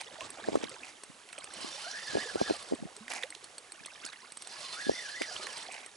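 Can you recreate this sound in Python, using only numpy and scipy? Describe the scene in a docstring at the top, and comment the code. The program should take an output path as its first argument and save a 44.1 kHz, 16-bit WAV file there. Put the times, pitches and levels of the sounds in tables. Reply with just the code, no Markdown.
"""First a tick and a light clack of tackle, with a brush of sleeve and small waves lapping at the tubes.
An angler in an inflatable boat on calm water then cranks a spinning reel twice, close to a body-worn microphone.
The reel sings at its gear rate over a sliding hiss, and its pawl snaps in short bright rings.
Handling rocks the microphone housing in dull knocks, the sleeve is crackling grains of noise,
and the water is swarms of rising bubble tones over a noisy wash, with a faint steady hiss behind."""
import sys
import numpy as np
from scipy import signal
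from scipy.fft import rfft, irfft, next_fast_len
from scipy.io import wavfile

SR = 44100
rng = np.random.default_rng(int(sys.argv[2]) if len(sys.argv) > 2 else 0)


def wav_out(sig):
    """Save sig, one row per channel (or a flat mono array), as 16-bit PCM at SR to the path in sys.argv[1]."""
    wavfile.write(sys.argv[1], SR, np.round(np.clip(np.atleast_2d(sig).T, -1, 1) * 32767).astype(np.int16))


N = 262968
TIME = np.arange(N) / SR
FFT_SIZE = next_fast_len(N, real=True)
FREQS = np.maximum(np.arange(FFT_SIZE // 2 + 1) * SR / FFT_SIZE, 1)


def from_db(db):
    """Decibels to gain."""
    return 10 ** (np.asarray(db) / 20)


def rms_one(x):
    """Scale to unit rms."""
    return x / np.sqrt(np.mean(x ** 2) + 1e-20)


def over_hz(table, axis=1):
    """One column of a table, read along log frequency."""
    table = np.array(table)
    return np.interp(np.log(FREQS), np.log(table[:, 0]), table[:, axis])


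def drift(rate_hz):
    """Smooth random wander with spread 1, drawn at every 16th sample."""
    step = 16
    pole = np.exp(-2 * np.pi * rate_hz * step / SR)
    noise = rng.standard_normal(N // step + 502)
    # the first 500 values let the filter settle
    slow = signal.lfilter([1], [1, -2 * pole, pole * pole], noise)[500:]
    return np.interp(np.arange(N) / step, np.arange(len(slow)), rms_one(slow))


def add(out, s, sound):
    """Mix a short sound in at time s."""
    i = int(np.clip(round(s * SR), 0, N - 1))
    out[..., i:i + sound.shape[-1]] += sound[..., :N - i]


def panned(x, left_db):
    """Place a mono sound by its level difference, left minus right."""
    return x * from_db([[left_db / 2], [-left_db / 2]])


def butterworth(x, order, cut_hz, kind):
    """Filter with a smooth roll-off."""
    return signal.sosfilt(signal.butter(order, cut_hz, kind, fs=SR, output="sos"), x)


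def ringing(x, hz, q):
    """Let one narrow resonance ring to a signal."""
    return signal.lfilter(*signal.iirpeak(hz, q, fs=SR), x)


def resonance(hz, width):
    """Response of one resonance, 1 on top."""
    return 1 / (1 + 1j * (FREQS ** 2 - hz ** 2) / (FREQS * width))


# the two microphone ports: (f/Hz, likeness 0-1, left minus right level/dB, left lead/rad)
PORTS = [(60, 0.5, 1, 0.1), (250, 0.9, -1.5, 0.56), (600, 0.63, -3, 0), (1500, 0.73, -4.5, 1),
         (2770, 0.68, -6, 0.52), (5170, 0.86, -4, 0.47), (11200, 0.89, -1, 0)]


def at_ports(pair, response):
    """Colour two unrelated signals and share them between the ports; rms 1."""
    alike = np.clip(over_hz(PORTS, axis=1), 0, 1)
    shared, own = rfft(pair, FFT_SIZE) * response
    sides = np.array([[1], [-1]])
    balance = from_db(sides * over_hz(PORTS, axis=2) / 2)
    lead = np.exp(.5j * sides * over_hz(PORTS, axis=3))
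    mix = np.sqrt(1 + alike) * shared + sides * np.sqrt(1 - alike) * own
    return rms_one(irfft(balance * lead * mix, FFT_SIZE)[:, :N])


def grains(per_s, spread_db):
    """Two unrelated streams of random clicks of uneven size; rms 1."""
    sizes = from_db(spread_db * np.minimum(rng.exponential(1, (2, N)), 4))
    signs = rng.choice([-1, 1], (2, N))
    return rms_one(sizes * signs * (rng.random((2, N)) < per_s / SR))


def crackle(per_s, spread_db, cycles, count=16):
    """Two streams of tiny bursts, each ringing a few cycles at one of a set of pitches."""
    out, clicks = np.zeros((2, N)), grains(per_s, spread_db)
    dealt = rng.integers(0, count, (2, N))
    for k, hz in enumerate(np.geomspace(150, 10500, count)):
        # the tiny offset keeps the filter state from vanishing
        out += ringing(clicks * (dealt == k) + 1e-18, hz, max(cycles / 2.44, 1))
    return out


def bubble(hz, t60, rise, swell_cycles=1.0):
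    """A bubble swells, rings and climbs in pitch as it nears the surface."""
    t = np.arange(int(max(t60, .002) * SR)) / SR
    envelope = from_db(-60 * t / t60) * (1 - np.exp(-t * hz / swell_cycles))
    return np.sin(2 * np.pi * hz * t * (1 + rise * t / t60)) * envelope / envelope.max()


def swarm(count, lowest_hz, highest_hz, cycles, rise, spread_db):
    """Two streams of bubbles of random size and strength."""
    out = np.zeros((2, N))
    for when, size, strength, port in rng.random((count, 4)):
        hz = lowest_hz * (highest_hz / lowest_hz) ** size
        gain = from_db(-spread_db * np.log(strength + 0.1)) * np.sqrt(hz)
        add(out[int(port * 2)], when * N / SR, gain * bubble(hz, cycles / hz, rise))
    return out


# colour of the still air and hiss: (f/Hz, relative level/dB)
AIR = [(20, -30), (60, -2.5), (120, -7), (250, 0.5), (450, -2), (900, 5), (1600, 2), (2700, 2),
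       (4300, -0.5), (5500, -0.5), (8200, -1), (9500, -1), (11000, -4), (13000, -111)]


def air(level_db=-57):
    """Faint steady hiss over open water, as coloured noise."""
    return from_db(level_db) * at_ports(rng.standard_normal((2, N)), from_db(over_hz(AIR)))


WAVELET_RISE_S, TRICKLE_LAG_S = 0.088, 0.0035  # swell time constant; run-off behind the crest


def surge(crest, decay_s):
    """A wavelet swells quickly to its crest and drains away."""
    t = TIME - crest
    return np.exp(np.minimum(t / WAVELET_RISE_S, -t / decay_s))


# wavelets reaching the tubes, before the mix in water():
# (crest t/s, wash level/dB, trickle level/dB, decay t/s)
WAVELETS = [(0, -57, -49, 0.13), (.21, -55.5, -52, 0.27), (.46, -51.5, -49.5, .18),
            (.66, -56.5, -46.5, 0.16), (1.41, -62, -51, 0.3), (1.62, -56, -65, 0.068),
            (1.95, -66, -46.5, 0.072), (2.17, -53.5, -52, 0.42), (2.5, -52, -46.5, 0.068),
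            (2.75, -57, -63, 0.21), (3.42, -62, -91, 0.12), (3.83, -79, -50.5, 0.29),
            (4.05, -90, -48.5, 0.17), (4.6, -67.5, -62, 0.33), (5.38, -53, -55, 0.23),
            (5.62, -70, -48, 0.28)]


def lapping(ripple_wash_db=-69, ripple_trickle_db=-63.5):
    """Strength of wash and run-off: wavelets on top of a ripple that never stops, summed in power."""
    wash, run_off = from_db(ripple_wash_db) ** 2, from_db(ripple_trickle_db) ** 2
    for crest, wash_db, trickle_db, decay_s in WAVELETS:
        wash = wash + (from_db(wash_db) * surge(crest, decay_s)) ** 2
        trickle = from_db(trickle_db) * surge(crest + TRICKLE_LAG_S, decay_s)
        run_off = run_off + trickle ** 2
    return np.sqrt(wash), np.sqrt(run_off)


# colour of the water: (f/Hz, relative level/dB)
WATER = [(30, -4), (60, 8), (120, 2), (220, -10), (400, -2), (700, 0.5), (1100, -2.5), (2500, -8.5),
         (4000, -5.5), (6000, -9), (8200, -7), (11000, -41), (13000, -50)]
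# the clearest plops and gurgles: (t/s, relative peak level/dB, starting f/Hz, 60 dB decay t/s)
PLOPS = [(.185, -42, 600, 0.078), (0.211, -40, 992, .12), (.44, -36.5, 1580, .033),
         (.833, -34.5, 2380, .023), (1.381, -38.5, 535, 0.023), (1.745, -46.5, 521, .1),
         (1.78, -40.5, 773, 0.056), (1.865, -37, 648, 0.088), (2.256, -36.5, 447, 0.087),
         (3.006, -45.5, 203, 0.17), (3.233, -24.5, 3300, 0.0127), (3.238, -36, 480, 0.067),
         (3.324, -35, 1930, .016), (3.88, -44, 1070, 0.022), (4.065, -43.5, 1500, 0.08),
         (4.229, -48.5, 1000, 0.11), (5.364, -26.5, 2860, 0.014), (5.688, -34.5, 660, 0.031)]


def water(bubbles_db=5.0, wash_db=3.0, trickle_db=-2.0, surge_db=4.0,
          plop_rise=0.337, plop_db=-1.5, plop_left_db=-4.5):
    """Wavelets trap bubbles and fizz along the tubes; the run-off trickles back in small drops."""
    lap, run_off = lapping()
    colour = from_db(over_hz(WATER))
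    bubbles = swarm(count=2400, lowest_hz=205.6, highest_hz=3690, cycles=18.0, rise=0.085, spread_db=3.5)
    gurgle = at_ports(bubbles, colour)
    drops = swarm(count=1500, lowest_hz=1090, highest_hz=6310, cycles=44, rise=0.15, spread_db=0.0)
    trickle = at_ports(drops, resonance(2140, 3600))
    fizz = crackle(6000, 2.5, cycles=6.6) * from_db(surge_db * drift(15))
    wash = at_ports(fizz, colour)
    plops = np.zeros(N)
    for s, db, hz, t60 in PLOPS:
        add(plops, s, from_db(db + plop_db) * bubble(hz, t60, plop_rise, swell_cycles=0.88))
    waves = lap * (from_db(bubbles_db) * gurgle + from_db(wash_db) * wash)
    return waves + run_off * from_db(trickle_db) * trickle + panned(plops, plop_left_db)


# brushes of sleeve and hand: (t/s, level/dB, bell-shaped spread t/s)
BRUSHES = [(.009, -43.5, .011), (.47, -55, 0.12), (0.632, -41.5, 0.004), (0.866, -48, 0.034),
           (3.111, -35.5, 0.0077), (3.147, -44, .016), (3.176, -44.5, 0.051), (4.034, -54.5, 0.047),
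           (5.759, -47.5, 0.068)]
# colour of the cloth: (f/Hz, relative level/dB)
CLOTH = [(100, -38), (250, -5), (450, -7.5), (750, 5), (1300, -7), (1800, 1.5), (2400, 4), (3300, -10),
         (5000, -5.5), (8000, -8), (11000, -12), (13000, -59)]


def sleeve(per_s=2800, clump_db=2.5):
    """Stiff cloth crackles in clumps as it brushes past."""
    strokes = sum(from_db(db) * np.exp(-.5 * ((TIME - s) / half) ** 2) for s, db, half in BRUSHES)
    clumps = crackle(per_s, 1.64, cycles=8.3, count=30) * from_db(clump_db * drift(130))
    return strokes * at_ports(clumps, from_db(over_hz(CLOTH)))


# dry clacks of rod and tackle: (t/s, relative peak level/dB, centre f/Hz)
CLACKS = [(0.0114, -30, 2400), (0.2071, -27.5, 2730), (0.5558, -26, 1090), (0.64, -29.5, 3200),
          (1.2887, -36.5, 2100), (1.3303, -36, 2230), (1.3795, -32.5, 2520), (3.0802, -31, 1920),
          (3.1189, -26, 1950), (3.1342, -31.5, 1820), (3.1785, -35, 2150), (3.2252, -29, 2100),
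          (3.2346, -23.5, 1770), (3.349, -32, 3580), (4.0504, -27.5, 6300), (4.1301, -34.5, 1670),
          (5.2181, -21, 2120), (5.468, -25.5, 1709)]


def clacks(level_db=0.5, decay_s=0.0021, rise_s=0.00039, tail_db=-19, tail_s=0.016,
           relative_width=0.32, snap_db=-19, left_db=-7.0):
    """Hard contacts on the well damped rod and grip: noise bursts through one broad resonance."""
    out, t = np.zeros(N), np.arange(1800) / SR
    for s, db, hz in CLACKS:
        decay = np.exp(-t / decay_s) + from_db(tail_db) * np.exp(-t / tail_s)
        contact = rng.standard_normal(len(t)) * decay * (1 - np.exp(-t / rise_s))
        clack = ringing(contact, hz, 1 / relative_width) + from_db(snap_db) * contact
        add(out, s, from_db(db + level_db) * clack / np.abs(clack).max())
    return panned(out, left_db)


# the reel's pawl ticks over in even runs:
# (first t/s, number of ticks, gap t/s, mean peak level/dB, lift of the ring below 6 kHz/dB)
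TICK_RUNS = [(0.0117, 1, 0, -30.5, -15), (.3032, 1, 0, -30.5, -17), (0.694, 1, 0, -31.5, -17),
             (1.035, 1, 0, -31.5, -3), (1.328, 3, 0.057, -31, -15), (1.537, 2, .074, -32, -18),
             (2.565, 4, 0.061, -34, 1), (2.9643, 1, 0, -31.5, 0), (3.3033, 5, .139, -29, 3.5),
             (4.062, 1, 0, -28.5, 6.5), (4.3206, 4, .0505, -30, -3.5), (5.528, 3, 0.05, -34.5, -4),
             (5.7214, 2, 0.14, -31.5, -9)]


def pawl_ticks(uneven_db=1.0):
    """Each run spelled out tick by tick: (t/s, peak level/dB, lift of the low ring/dB)."""
    rows = []
    for s, count, gap, db, low_db in TICK_RUNS:
        for k in range(round(count)):
            rows.append((s + k * gap, db + rng.normal(0, uneven_db), low_db))
    return rows


# ring of a tick: (f/Hz, relative level/dB, 60 dB decay t/s)
TICK_MODES = [(4380, -1, 0.022), (4260, -1, 0.022), (8145, 4.5, 0.028), (8160, -1.5, 0.035),
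              (8620, 2.5, 0.021), (9870, 1, 0.016)]


def ticks(crack_db=2.5, crack_s=0.0021, rise_s=0.0006, left_db=-2.5, path_spread=0.62):
    """A small metal part snaps over: a crack and a brief ring that reaches each port a little differently."""
    out, t = np.zeros((2, N)), np.arange(2200) / SR
    for s, db, low_db in pawl_ticks():
        ring = 0
        for hz, mode_db, t60 in TICK_MODES:
            start = rng.uniform(0, 2 * np.pi) + rng.normal(0, path_spread, (2, 1))
            ring_db = mode_db + low_db * (hz < 6000) + rng.normal(0, 3.2) - 60 * t / t60
            ring = ring + from_db(ring_db) * np.sin(2 * np.pi * hz * t + start)
        crack = signal.lfilter([1, 1], [1, -.2], rng.standard_normal(len(t))) * np.exp(-t / crack_s)
        tick = (ring + from_db(crack_db) * crack) * (1 - np.exp(-t / rise_s))
        add(out, s, from_db(db) * tick / np.abs(tick).max())
    return panned(out, left_db)


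# dull knocks of handling: (t/s, relative level/dB, nominal f/Hz, spread of the rattle around it t/s)
KNOCKS = [(.487, -14.5, 440, 0.0072), (0.522, -28, 300, .016), (.556, -8.5, 437, .02),
          (0.638, -20.5, 333, 0.028), (1.101, -40, 144, .02), (1.647, -28.5, 273, 0.036),
          (2.154, -14, 395, 0.021), (2.1717, -14.5, 494, .018), (2.358, -15.5, 454, 0.0093),
          (2.415, -10, 524, 0.012), (2.5002, -17.5, 544, .008), (2.5095, -12, 418, .012),
          (2.724, -14, 363, 0.011), (2.736, -19, 290, 0.00713), (2.827, -25.5, 189, 0.02),
          (2.856, -28, 170, .01), (3.812, -44, 156, 0.011), (4.049, -36.5, 298, 0.011),
          (4.896, -8, 445, 0.031), (5.215, -19.5, 466, 0.0066)]
# lighter contacts around each knock: (offset in spreads, mean level against the knock/dB)
RATTLE = [(-1, -15), (-.5, -15), (.75, -13.5), (1.2, -29.5)]


def contacts(scatter=0.1474, uneven_db=-1.0, softer=0.84):
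    """Every knock with the lighter, duller contacts around it: (t/s, relative level/dB, f/Hz)."""
    rows = []
    for s, db, hz, spread in KNOCKS:
        rows.append((s, db, hz))
        for offset, loss_db in RATTLE:
            early, strong, hard = rng.standard_normal(3)
            when = s + spread * (offset + scatter * early)
            rows.append((when, db + loss_db + uneven_db * strong, hz * softer * np.exp(scatter * hard)))
    return rows


def knocks(swell_cycles=0.44, fade_cycles=0.3, stiffening=0.91, lead_rad=2.395, level_db=-0.5,
           low_cut_hz=185, shudder_db=-20, shudder_hz=250, shudder_s=0.0056):
    """Each knock rocks the housing for a cycle or two, so the ports move almost against each other."""
    rocks, shudders, t = np.zeros((2, N)), np.zeros(N), np.arange(-900, 2700) / SR
    for s, db, hz in contacts():
        cycles = t * hz
        pressure = 2 / (np.exp(-cycles / swell_cycles) + np.exp(cycles / fade_cycles))
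        # the contact is stiffest, and so highest, at full pressure
        phase = 2 * np.pi * np.cumsum(hz * (1 + stiffening * (pressure - .7))) / SR
        phase = phase - phase[t == 0]
        rock = pressure * np.cos(phase - np.array([[0], [lead_rad]]))
        add(rocks, s + t[0], from_db(db + level_db) * rock)
        add(shudders, s, from_db(db + shudder_db) * np.exp(-t[t >= 0] / shudder_s))
    # the mount shudders on briefly after each knock
    mount_response = resonance(shudder_hz, 233) ** 2 + 0.34 * resonance(90, 51)
    mount = shudders * at_ports(rng.standard_normal((2, N)), mount_response)
    return butterworth(rocks, 2, low_cut_hz, "high") + butterworth(mount, 2, [55, 900], "band")


def plateau(t, length, rise_s, fall_s):
    """Rise, hold and fall between 0 and 1."""
    return np.clip(np.minimum(t / rise_s, (length - t) / fall_s), 0, 1)


CRAWL_HZ = 558  # floor of the mean gear mesh rate
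PUSHES_PER_S, PUSH_SWING = 4.9, .075  # pushes of the hand, and the share by which they swing the speed
# spells of cranking:
# (start t/s, length t/s, one push of the hand t/s, mean level/dB, fade-in t/s, fade-out t/s)
SPELLS = [(1.479, 1.29, 2.045, -47, .13, 0.23), (4.34, 1.38, 4.995, -47, 0.26, 0.15)]
# mean speed of the reel as its gear mesh rate, one list for each spell: (t/s, f/Hz)
SPEED = [
    [(1.45, 600), (1.66, 1050), (1.81, 1079), (1.94, 1770), (2.24, 1780), (2.35, 1474), (2.46, 1615),
     (2.54, 1326), (2.72, 783)],
    [(4.4, 600), (4.6, 1077), (4.76, 1217), (4.81, 1705), (4.95, 1956), (5.05, 1733), (5.27, 1843),
     (5.37, 1270), (5.7, 723)],
]


def cranking(unsteady=.025, unsteady_rate=14, push_db=.5):
    """Loudness and gear mesh rate: the reel spins up, surges with each push of the hand and runs down."""
    level, mesh_hz = np.zeros(N), np.zeros(N)
    for (start, length, push_at, db, fade_in, fade_out), speed in zip(SPELLS, SPEED):
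        push = np.cos(2 * np.pi * PUSHES_PER_S * (TIME - push_at))
        level += from_db(db + push_db * push) * plateau(TIME - start, length, fade_in, fade_out)
        turning = np.interp(TIME, *np.transpose(speed)) * (1 + PUSH_SWING * push)
        in_spell = (TIME > start) & (TIME < start + length)
        mesh_hz = np.maximum(mesh_hz, turning * in_spell)
    return level, np.maximum(mesh_hz, CRAWL_HZ) * (1 + unsteady * drift(unsteady_rate))


# colour of the reel's sliding hiss: (f/Hz, relative level/dB)
WHIRR = [(150, -9), (300, -16), (620, -1), (950, -5), (1300, -5), (2300, -5.5), (3800, -5), (4800, 1.5),
         (5900, -6.5), (6800, -7), (9800, -7), (11000, -11.5), (13000, -123)]
# resonances of the reel body and spool: (f/Hz, width f/Hz, relative level/dB)
REEL_BODY = [(1695, 29, 4.5), (3050, 150, -2), (3566, 43, 6.5), (4125, 130, 3), (4240, 200, -13),
             (4866, 52, 7), (5215, 23, -22), (5630, 190, 1.5), (8100, 44, -58)]
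# partials of the gear song: (multiple of the mesh rate, relative level/dB)
GEAR_ORDERS = [(.5, -9), (.72, -8), (1, 9.5), (1.5, -6.5), (1.8, -5), (2, -3), (2.5, -2), (3, -2.5),
               (3.5, -5.5), (4, -4)]


def reel(body_db=-2.0, jitter=.045, flutter_db=6.5, tooth_depth=0.13, grain_db=1.7,
         body_share=0.79, speed_power=0.65, shift_db=15.0):
    """Gear teeth sing at the mesh rate while sliding parts hiss through the reel body."""
    level, mesh_hz = cranking()
    phase = 2 * np.pi * np.cumsum(mesh_hz * (1 + jitter * drift(219.1))) / SR
    friction = (1 + tooth_depth * np.cos(phase)) * from_db(grain_db * drift(38))
    rub = at_ports(crackle(14000, 1.64, cycles=9.0) * friction, from_db(over_hz(WHIRR)))
    # the point of contact wanders, favouring one resonance, then another
    sliding = grains(6000, 4.7) * friction
    ring = np.zeros((2, N))
    for hz, width, db in REEL_BODY:
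        favour = from_db(db + shift_db * np.tanh(drift(11)))
        ring += favour * ringing(sliding, hz, hz / width)
    ring = at_ports(ring, 1)
    # no two teeth strike alike, so each partial flutters in level and phase
    teeth = np.zeros((2, N))
    for order, db in GEAR_ORDERS:
        strength = from_db(db + flutter_db * np.sqrt(order) * np.tanh(drift(28.0)))
        teeth += strength * np.sin(order * phase + np.array([drift(36), drift(43)]))
    # a partial flares as it crosses a body resonance
    body = sum(from_db(db) * resonance(hz, width) for hz, width, db in REEL_BODY)
    sing = at_ports(teeth, resonance(2220, 1870) + body_share * body)
    sing = sing * (mesh_hz / 1800) ** speed_power  # faster is louder
    return level * (rub + from_db(body_db) * ring + sing)


def scene():
    """Everything is close and dry: nothing reflects on the open lake."""
    # the ticks and clacks carry no bass
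    tackle = butterworth(ticks() + clacks(), 2, 220, "high")
    return air() + water() + sleeve() + tackle + knocks() + reel()


def record(dry):
    """The top is cut steeply above 11150 Hz."""
    return signal.sosfilt(signal.ellip(10, .3, 70, 11150, fs=SR, output="sos"), dry)


dry = scene()
out = record(dry)
wav_out(out)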